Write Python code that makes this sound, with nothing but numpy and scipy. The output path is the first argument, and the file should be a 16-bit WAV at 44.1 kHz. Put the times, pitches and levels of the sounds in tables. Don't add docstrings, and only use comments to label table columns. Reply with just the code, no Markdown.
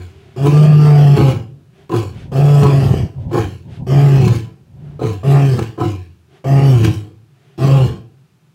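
import sys
import numpy as np
from scipy import signal
from scipy.fft import rfft, irfft, next_fast_len
from scipy.io import wavfile
from scipy.ndimage import uniform_filter1d, minimum_filter1d

SR = 44100
rng = np.random.default_rng(int(sys.argv[2]) if len(sys.argv) > 2 else 0)


def transcribe(u):
    v = np.clip(np.atleast_2d(u).T, -1, 1)
    q = np.round(v * 32767).astype(np.int16)
    wavfile.write(sys.argv[1], SR, q)


N = 376613
TIME = np.arange(N) / SR
ATTACK_S = 0.003

# centre_hz, width_hz (per pass), relative_level_db
OPEN_THROAT_MODES = [(232, 53, -32), (334.1, 84, 8), (421, 52, 1), (732, 88, -3), (810, 69, -15),
                     (1016, 102, -6), (1250, 85, -13)]
# frequency_hz, relative_density_db (per Hz)
OPEN_RASP_SPECTRUM = [(970, 1), (1650, -0.5), (1990, -13), (2230, -0.5), (2740, -3.5), (3010, -1.5),
                      (3560, -10), (4210, -6), (4890, -14), (7050, -12.5), (8350, -18.5), (11600, -21.5),
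                      (12700, -26.5), (15500, -19.5)]


def lion(shimmer_db=7.5, rattle_db=3.0, lowest_hz=62):
    pitch_hz, rough, jaw, (chest_gain, throat_gain, rasp_gain) = bout()
    phase = fold_phase(pitch_hz, rough)

    growl = rms_one(cut(rng.standard_normal(N), [80, 190], "band", order=3))
    shimmer = from_db(shimmer_db * rough * drift(14.3))
    tone = np.sqrt(2) * np.sin(phase) * shimmer + 1.52 * rough ** 2 * growl

    chest = chest_gain * evened(tone, 0.13)
    throat = throat_gain * throat_voice(phase, rough, jaw)
    rasp = rasp_gain * mouth_rasp(phase, jaw)

    flapping = rms_one(cut(rng.standard_normal(N), [20, 45], "band"))
    rattle = from_db(rattle_db * rough ** 2 * flapping)
    voice = rattle * (chest + throat) + rasp
    return cut(voice + catches(), lowest_hz, "high", order=4)


def bout(heave_rough=0.31, jaw_slower=1.9, dip_s=0.008, waver_db=1.0, waver_hz=9):
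    # start_s, length_s, chest_db, throat_db, rasp_db, swell_s, fade_db (before each layer's share),
    #   top_hz (before sag), rise_s, slump_at_s, slump_hz, early_rough, late_rough (0-1),
    #   early_jaw, late_jaw (0-1), linger_s (before each layer's share)
    roars = [ (0.36, 0.89, -2, -20, -33, 0.082, 1.5, 162.5, .13, 0.95, 18.7, 0.23, 0.66, 0.032, 0.24, 0.066),
             (2.315, 0.62, -5, -19.5, -34.5, .042, 7.3, 151.2, 0.074, 0.58, 7, 0.22, 0.99, 0.052, 0.3, 0.06),
             (3.865, 0.44, -4, -19, -33.5, 0.037, 7.7, 146.2, .045, .35, 19, 0.21, .55, 0.035, 0.84, 0.072),
             (5.23, .38, -4.5, -18.5, -33.5, 0.029, 17.3, 144.5, 0.034, .3, 20.7, 0.16, 0.72, 0.15, 0.42, .05),
             (6.441, .46, -5, -18.5, -33.5, 0.038, 8.7, 143.8, .05, .31, 26, 0.23, 0.52, 0.11, 0.87, 0.049),
             (7.577, 0.25, -4.5, -18, -32, 0.048, 5.8, 142.8, .045, 0.25, 17.4, 0.28, 0.64, 0.34, 0.66, 0.039),
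             ]
    # start_s, chest_db, throat_db, rasp_db, hold_s
    grunts = [(-.2, -13, -10, -29.5, 0.0039), (1.894, -15, -16, -34.5, 0.0035),
              (3.311, -15.5, -15.5, -32.5, 0.0059), (4.991, -15.5, -18.5, -36.5, 0.0064),
              (5.775, -15.5, -19, -37, 0.026)]
    # peak_s, rise_s, fall_s, throat_gain_db, rasp_gain_db
    heaves = [(0.473, 0.032, 0.025, 12, 5), (1.178, 0.0097, 0.13, 9, 5.5), (2.64, .02, 0.038, 10.5, 3.5),
              (4.259, 0.042, 0.014, 6.5, 6), (5.594, 0.011, 0.029, 11.5, -3),
              (6.851, 0.013, 0.021, 6.5, 12.5)]
    # centre_s, gain_db
    dips = [(0.516, -6), (0.664, -8.5), (1.165, -14), (2.883, -6), (6.61, -14)]

    controls, gate = np.zeros((6, N)), np.ones(N)
    calls = [(row, roar) for row in roars] + [(row, grunt) for row in grunts]
    for (start_s, *row), call in sorted(calls, key=lambda c: c[0][0]):
        after = TIME >= start_s
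        t = TIME[after] - start_s
        controls[:, after] = call(t, *row)
        gate[after] = np.minimum(t / ATTACK_S, 1)
        gate[~after] *= np.minimum((start_s - TIME[~after]) / ATTACK_S, 1)
    pitch_hz, rough, jaw, chest_db, throat_db, rasp_db = controls

    for peak_s, rise_s, fall_s, throat_gain_db, rasp_gain_db in heaves:
        push = bump(peak_s, rise_s, fall_s)
        throat_db = throat_db + throat_gain_db * push
        rasp_db = rasp_db + rasp_gain_db * push
        rough = rough + heave_rough * push
        jaw = jaw + (1 - jaw) * bump(peak_s, rise_s, jaw_slower * fall_s)

    waver = waver_db * drift(waver_hz)
    throat_db, rasp_db = throat_db + waver, rasp_db + waver
    chest_db = chest_db + sum(db * bump(s, dip_s) for s, db in dips)
    gains = gate * from_db([chest_db, throat_db, rasp_db])
    return pitch_hz, np.clip(rough, 0, 1), np.clip(jaw, 0, 1), gains


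def roar(t, length_s, chest_db, throat_db, rasp_db, swell_s, fade_db, top_hz, rise_s, slump_at_s, slump_hz,
         early_rough, late_rough, early_jaw, late_jaw, linger_s):
    # lower_start_db, fade_share, linger_share, release_db_per_s
    roar_shape = [(25.1, 0.83, 0, 149), (8.6, 0.76, 0.39, 141.5), (13.8, 0.42, 0.83, 173)]
    start_hz, sag_hz_per_s, slump_s = 123.84, 27, 0.03075
    onset_rough, settle_s = 0.64, 0.04
    fade_power = 2.38

    spent = np.minimum(t / length_s, 1) ** fade_power
    slump = 0.5 + 0.5 * np.tanh((t - slump_at_s) / (2 * slump_s))
    pitch_hz = top_hz + (start_hz - top_hz) * np.exp(-t / rise_s) - sag_hz_per_s * t - slump_hz * slump
    rough = early_rough + onset_rough * np.exp(-t / settle_s) + (late_rough - early_rough) * slump
    jaw = early_jaw + (late_jaw - early_jaw) * slump

    levels_db = []
    for db, shape in zip((chest_db, throat_db, rasp_db), roar_shape):
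        lower_db, fade_share, linger_share, release_db_per_s = shape
        overtime_s = np.maximum(t - length_s - linger_share * linger_s, 0)
        onset_db = -lower_db * np.exp(-t / swell_s)
        levels_db.append(db + onset_db - fade_share * fade_db * spent - release_db_per_s * overtime_s)
    return [pitch_hz, rough, jaw, *levels_db]


def grunt(t, chest_db, throat_db, rasp_db, hold_s):
    # lower_start_db, swell_s, decay_db_per_s
    grunt_shape = [(21, 0.081, 116), (7.42, 0.059, 190), (13.94, 0.088, 130)]
    start_hz, end_hz, fall_s = 142.78, 80.84, 0.12
    onset_rough, late_rough, clears_s, jaw = 0.46, 0.38, 0.097, 0.976
    lead_s, soft_db = 0.023, -3.5

    pitch_hz = end_hz + (start_hz - end_hz) * np.exp(-t / fall_s)
    rough = late_rough + onset_rough * np.exp(-(t / clears_s) ** 2)
    lead_db = np.interp(t, [lead_s - ATTACK_S, lead_s], [soft_db, 0])

    levels_db = []
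    for db, (lower_db, swell_s, decay_db_per_s) in zip((chest_db, throat_db, rasp_db), grunt_shape):
        onset_db = -lower_db * np.maximum(1 - t / swell_s, 0) ** 2
        decay_db = decay_db_per_s * np.maximum(t - swell_s - hold_s, 0)
        levels_db.append(db + lead_db + onset_db - decay_db)
    return [pitch_hz, rough, np.full(len(t), jaw), *levels_db]


def fold_phase(pitch_hz, rough, jitter=0.01113, rough_jitter=0.03596):
    spread = jitter + rough_jitter * rough ** 2
    return 2 * np.pi * np.cumsum(pitch_hz * (1 + spread * drift(82.9))) / SR


def throat_voice(phase, rough, jaw, doubling=0.6, low_cut_hz=190):
    # centre_hz, width_hz (per pass), relative_level_db
    shut_modes = [(278.9, 58, 5), (375.6, 114, 10), (465, 138, 2), (633, 129, 5.5), (785, 70, -42.5),
                  (1046, 120, -10.5), (1190, 60, -4)]
    # centre_hz, width_hz
    notches = [(595, 60), (925, 90)]

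    pulses = rms_one(sum(np.cos(k * phase + k * k / 2) for k in range(2, 15)))
    pulses = pulses * (1 + doubling * drift(4.2) * np.cos(phase / 2) + 0.5 * rough * drift(54))
    turbulence = 3.2 * puffs(phase, depth=0.8, flutter_db=3)
    source = np.sqrt(1 - rough) * pulses + np.sqrt(rough) * turbulence
    source = cut(source, low_cut_hz, "high", order=4)
    source = flaring(source, depth_db=3.2, width_hz=70, hold_s=0.08, size=2048)

    shut = resonate(source, shut_modes)
    wide = resonate(source, OPEN_THROAT_MODES)
    voice = np.sqrt(1 - jaw) * shut + np.sqrt(jaw) * wide
    for hz, width_hz in notches:
        voice = signal.lfilter(*signal.iirnotch(hz, hz / width_hz, fs=SR), voice)
    return evened(voice, 0.044)


def mouth_rasp(phase, jaw, low_cut_hz=1550):
    # frequency_hz, relative_density_db (per Hz)
    shut_spectrum = [(970, -15.5), (1650, -4), (1900, -7), (2090, -10), (2710, -3), (3180, -9.5),
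                     (3870, -21), (4710, -10.5), (6480, -21), (8270, -19.5), (9700, -27), (12100, -24.5),
                     (15500, -29.5)]
    shut = coloured(puffs(phase, depth=0.18, flutter_db=1.2), shut_spectrum)
    wide = coloured(puffs(phase, depth=0.22, flutter_db=1.8), OPEN_RASP_SPECTRUM)
    rasp = cut(np.sqrt(1 - jaw) * shut + np.sqrt(jaw) * wide, low_cut_hz, "high", order=6)
    return evened(flaring(rasp, depth_db=4.0, width_hz=220, hold_s=0.07), 0.06)


def puffs(phase, depth, flutter_db):
    opening = np.exp(depth * np.cos(phase))
    return rms_one(rng.standard_normal(N) * opening * from_db(flutter_db * drift(45)))


def flaring(x, depth_db, width_hz, hold_s, size=1024):
    hop = size // 4
    spectra = signal.stft(x, nperseg=size, noverlap=size - hop)[2]
    patches = rng.standard_normal(spectra.shape)
    for axis, span in enumerate([width_hz * size / SR, hold_s * SR / hop] * 2):
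        patches = uniform_filter1d(patches, max(round(span), 1), axis=axis % 2, mode="wrap")
    gain = from_db(depth_db * np.clip(rms_one(patches), -2, 2))
    return signal.istft(spectra * gain, nperseg=size, noverlap=size - hop)[1][:N]


def catches(decay_s=0.0064, smack_db=-11, ring_db=-8):
    # start_s, peak_db (before smack and ring gains)
    catch_rows = [(0.4695, -14.5), (1.894, -29), (1.919, -25.5), (1.9625, -14), (2.6325, -12.5),
                  (3.33, -22), (4.2782, -10), (5.016, -36.5), (5.5906, -13), (5.6251, -17), (5.7935, -41),
                  (6.4433, -32), (6.8454, -15)]
    bursts = np.zeros(N)
    for s, db in catch_rows:
        bursts += from_db(db) * (TIME >= s) * np.exp(-np.abs(TIME - s) / decay_s)
    burst_air = bursts * rng.standard_normal(N)
    smack = from_db(smack_db) * coloured(burst_air, OPEN_RASP_SPECTRUM)
    ring = from_db(ring_db) * resonate(burst_air, OPEN_THROAT_MODES)
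    return np.std(burst_air) * (smack + ring)


def pauses(split_hz=1450):
    # centre_s, half_length_s, throat_db, hiss_db
    pants = [(0.25, 0.26, -50, -57.5), (1.805, 0.069, -49.5, -59), (2.203, 0.063, -43.5, -49),
             (3.224, 0.043, -55, -59.5), (3.31, 0.02, -54, -57), (3.747, 0.051, -43, -50.5),
             (4.895, .11, -47.5, -62.5), (6.36, 0.053, -47, -58), (7.492, 0.15, -55, -63.5)]
    # frequency_hz, relative_density_db
    pant_spectrum = [(120, -4.5), (200, -19.5), (329, -14), (390, -2), (496, -28.5), (711, -15),
                     (829, -22.5), (888, -28), (3210, -25.5), (4010, -32), (12000, -49.5), (15600, -86),
                     (22000, -120)]
    # start_s, length_s, pitch_hz, level_db (before swell and waver)
    moans = [(4.773, 0.208, 145, -38), (8.103, 0.167, 136, -56)]

    airflow = coloured(rng.standard_normal(N), pant_spectrum)
    throat = rms_one(cut(airflow, split_hz, "low", order=4))
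    hiss = rms_one(cut(airflow, split_hz, "high", order=4))
    pant = np.zeros(N)
    for s, half_s, throat_db, hiss_db in pants:
        pant += bump(s, half_s) * (from_db(throat_db) * throat + from_db(hiss_db) * hiss)

    phase_per_hz = fold_phase(1, 0.7785)
    moan = np.zeros(N)
    for start_s, length_s, hz, db in moans:
        moan += from_db(db) * swell(start_s, length_s) * np.sin(hz * phase_per_hz)
    return pant + np.sqrt(2) * moan * from_db(2.0 * drift(3.4))


def swell(start_s, length_s, swell_db=2, edge_s=0.035):
    t = TIME - start_s
    gate = np.clip(np.minimum(t, length_s - t) / edge_s + 0.5, 0, 1)
    return gate * from_db(swell_db * (np.clip(t / length_s, 0, 1) + 2))


def land_echo(x, t60_s=0.84, delay_s=0.011, dull_hz=400, echo_db=-18):
    t = TIME[:SR]
    tail = cut(rng.standard_normal(SR), dull_hz, "low") * from_db(-60 * t / t60_s) * (t > delay_s)
    tail *= np.sqrt(2 * dull_hz / SR / np.sum(tail ** 2))
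    return from_db(echo_db) * signal.fftconvolve(x, tail)[:N]


def air(breeze_db=-44.5, drop_db_per_s=4.5, night_db=-62.5):
    # centre_s, half_length_s, level_db
    gusts = [(2.244, 0.21, -30.5), (2.85, 0.1, -17.5), (3.03, 0.035, -16), (3.195, 0.033, -23.5),
             (3.279, 0.043, -21.5), (3.432, .11, -27), (3.693, 0.052, -29.5), (3.821, 0.036, -22.5),
             (4.184, .19, -23), (4.898, 0.19, -36), (7.884, 0.088, -27.5)]
    # frequency_hz, relative_density_db
    breeze_spectrum = [(15, -61), (25, -26), (54, -6), (124, 4.5), (242, -11), (484, -29.5), (523, -20),
                       (659, -28), (1000, -30), (1300, -88), (2200, -120)]
    # frequency_hz, relative_density_db (per Hz)
    night_spectrum = [(18, -46.5), (30, -52.5), (140, 7.5), (237, -18), (369, -15), (518, -24), (1640, -25),
                      (2020, -30), (2490, -27), (4090, -32), (15500, -42.5)]

    wind = from_db(breeze_db - drop_db_per_s * TIME)
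    wind = wind + sum(from_db(db) * bump(s, half_s) for s, half_s, db in gusts)
    breeze = wind * evened(coloured(rng.standard_normal(N), breeze_spectrum), 0.29)
    night = coloured(rng.standard_normal(N), night_spectrum)
    return breeze + from_db(night_db) * night / np.std(cut(night, 250, "high", order=4))


def from_db(db):
    return 10 ** (np.asarray(db) / 20)


def rms_one(x):
    return x / np.sqrt(np.mean(x ** 2) + 1e-20)


def drift(rate_hz):
    r = np.exp(-40 * np.pi * rate_hz / SR)
    noise = rng.standard_normal(N // 20 + 2002)
    slow = signal.lfilter([1], [1, -2 * r, r * r], noise)[2000:]
    return np.interp(np.arange(N) / 20, np.arange(len(slow)), rms_one(slow))


def evened(x, window_s):
    size = max(int(window_s * SR / 2), 2)
    power = uniform_filter1d(uniform_filter1d(x * x, size), size)
    return x / np.sqrt(np.abs(power) + 1e-12)


def cut(x, hz, kind, order=2):
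    return signal.sosfilt(signal.butter(order, hz, kind, fs=SR, output="sos"), x)


def coloured(x, spectrum):
    hz, db = np.transpose(spectrum)
    size = next_fast_len(N)
    bins_hz = np.maximum(np.arange(size // 2 + 1) * SR / size, 1)
    gain = from_db(np.interp(np.log(bins_hz), np.log(hz), db, left=-120))
    return rms_one(irfft(rfft(x, size) * gain, size)[:N])


def resonate(x, modes):
    out = np.zeros(N)
    for hz, width_hz, db in modes:
        r = np.exp(-np.pi * width_hz / SR)
        section = [(1 - r * r) / 2, 0, (r * r - 1) / 2, 1, -2 * r * np.cos(2 * np.pi * hz / SR), r * r]
        out += from_db(db) * signal.sosfilt([section, section], x)
    return rms_one(out)


def bump(peak_s, rise_s, fall_s=None):
    width_s = np.where(TIME < peak_s, rise_s, fall_s or rise_s)
    return np.exp(-np.minimum(((TIME - peak_s) / width_s) ** 2, 50))


def scene():
    voice = lion()
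    grass = land_echo(cut(voice, 210, "high"), t60_s=0.26, delay_s=0.016, dull_hz=6880, echo_db=-8.5)
    return (voice + grass + land_echo(voice) + pauses() + air())[None]


def record(dry, ceiling=0.97, window_s=0.02, cutoff_hz=15750):
    size = int(window_s * SR)
    room_left = np.minimum(1, ceiling / (np.abs(dry) + 1e-9))
    gain = uniform_filter1d(minimum_filter1d(room_left, size), size)
    low_pass = signal.ellip(12, 0.1, 90, cutoff_hz, fs=SR, output="sos")
    return signal.sosfilt(low_pass, dry * gain)


dry = scene()
out = record(dry)
transcribe(out)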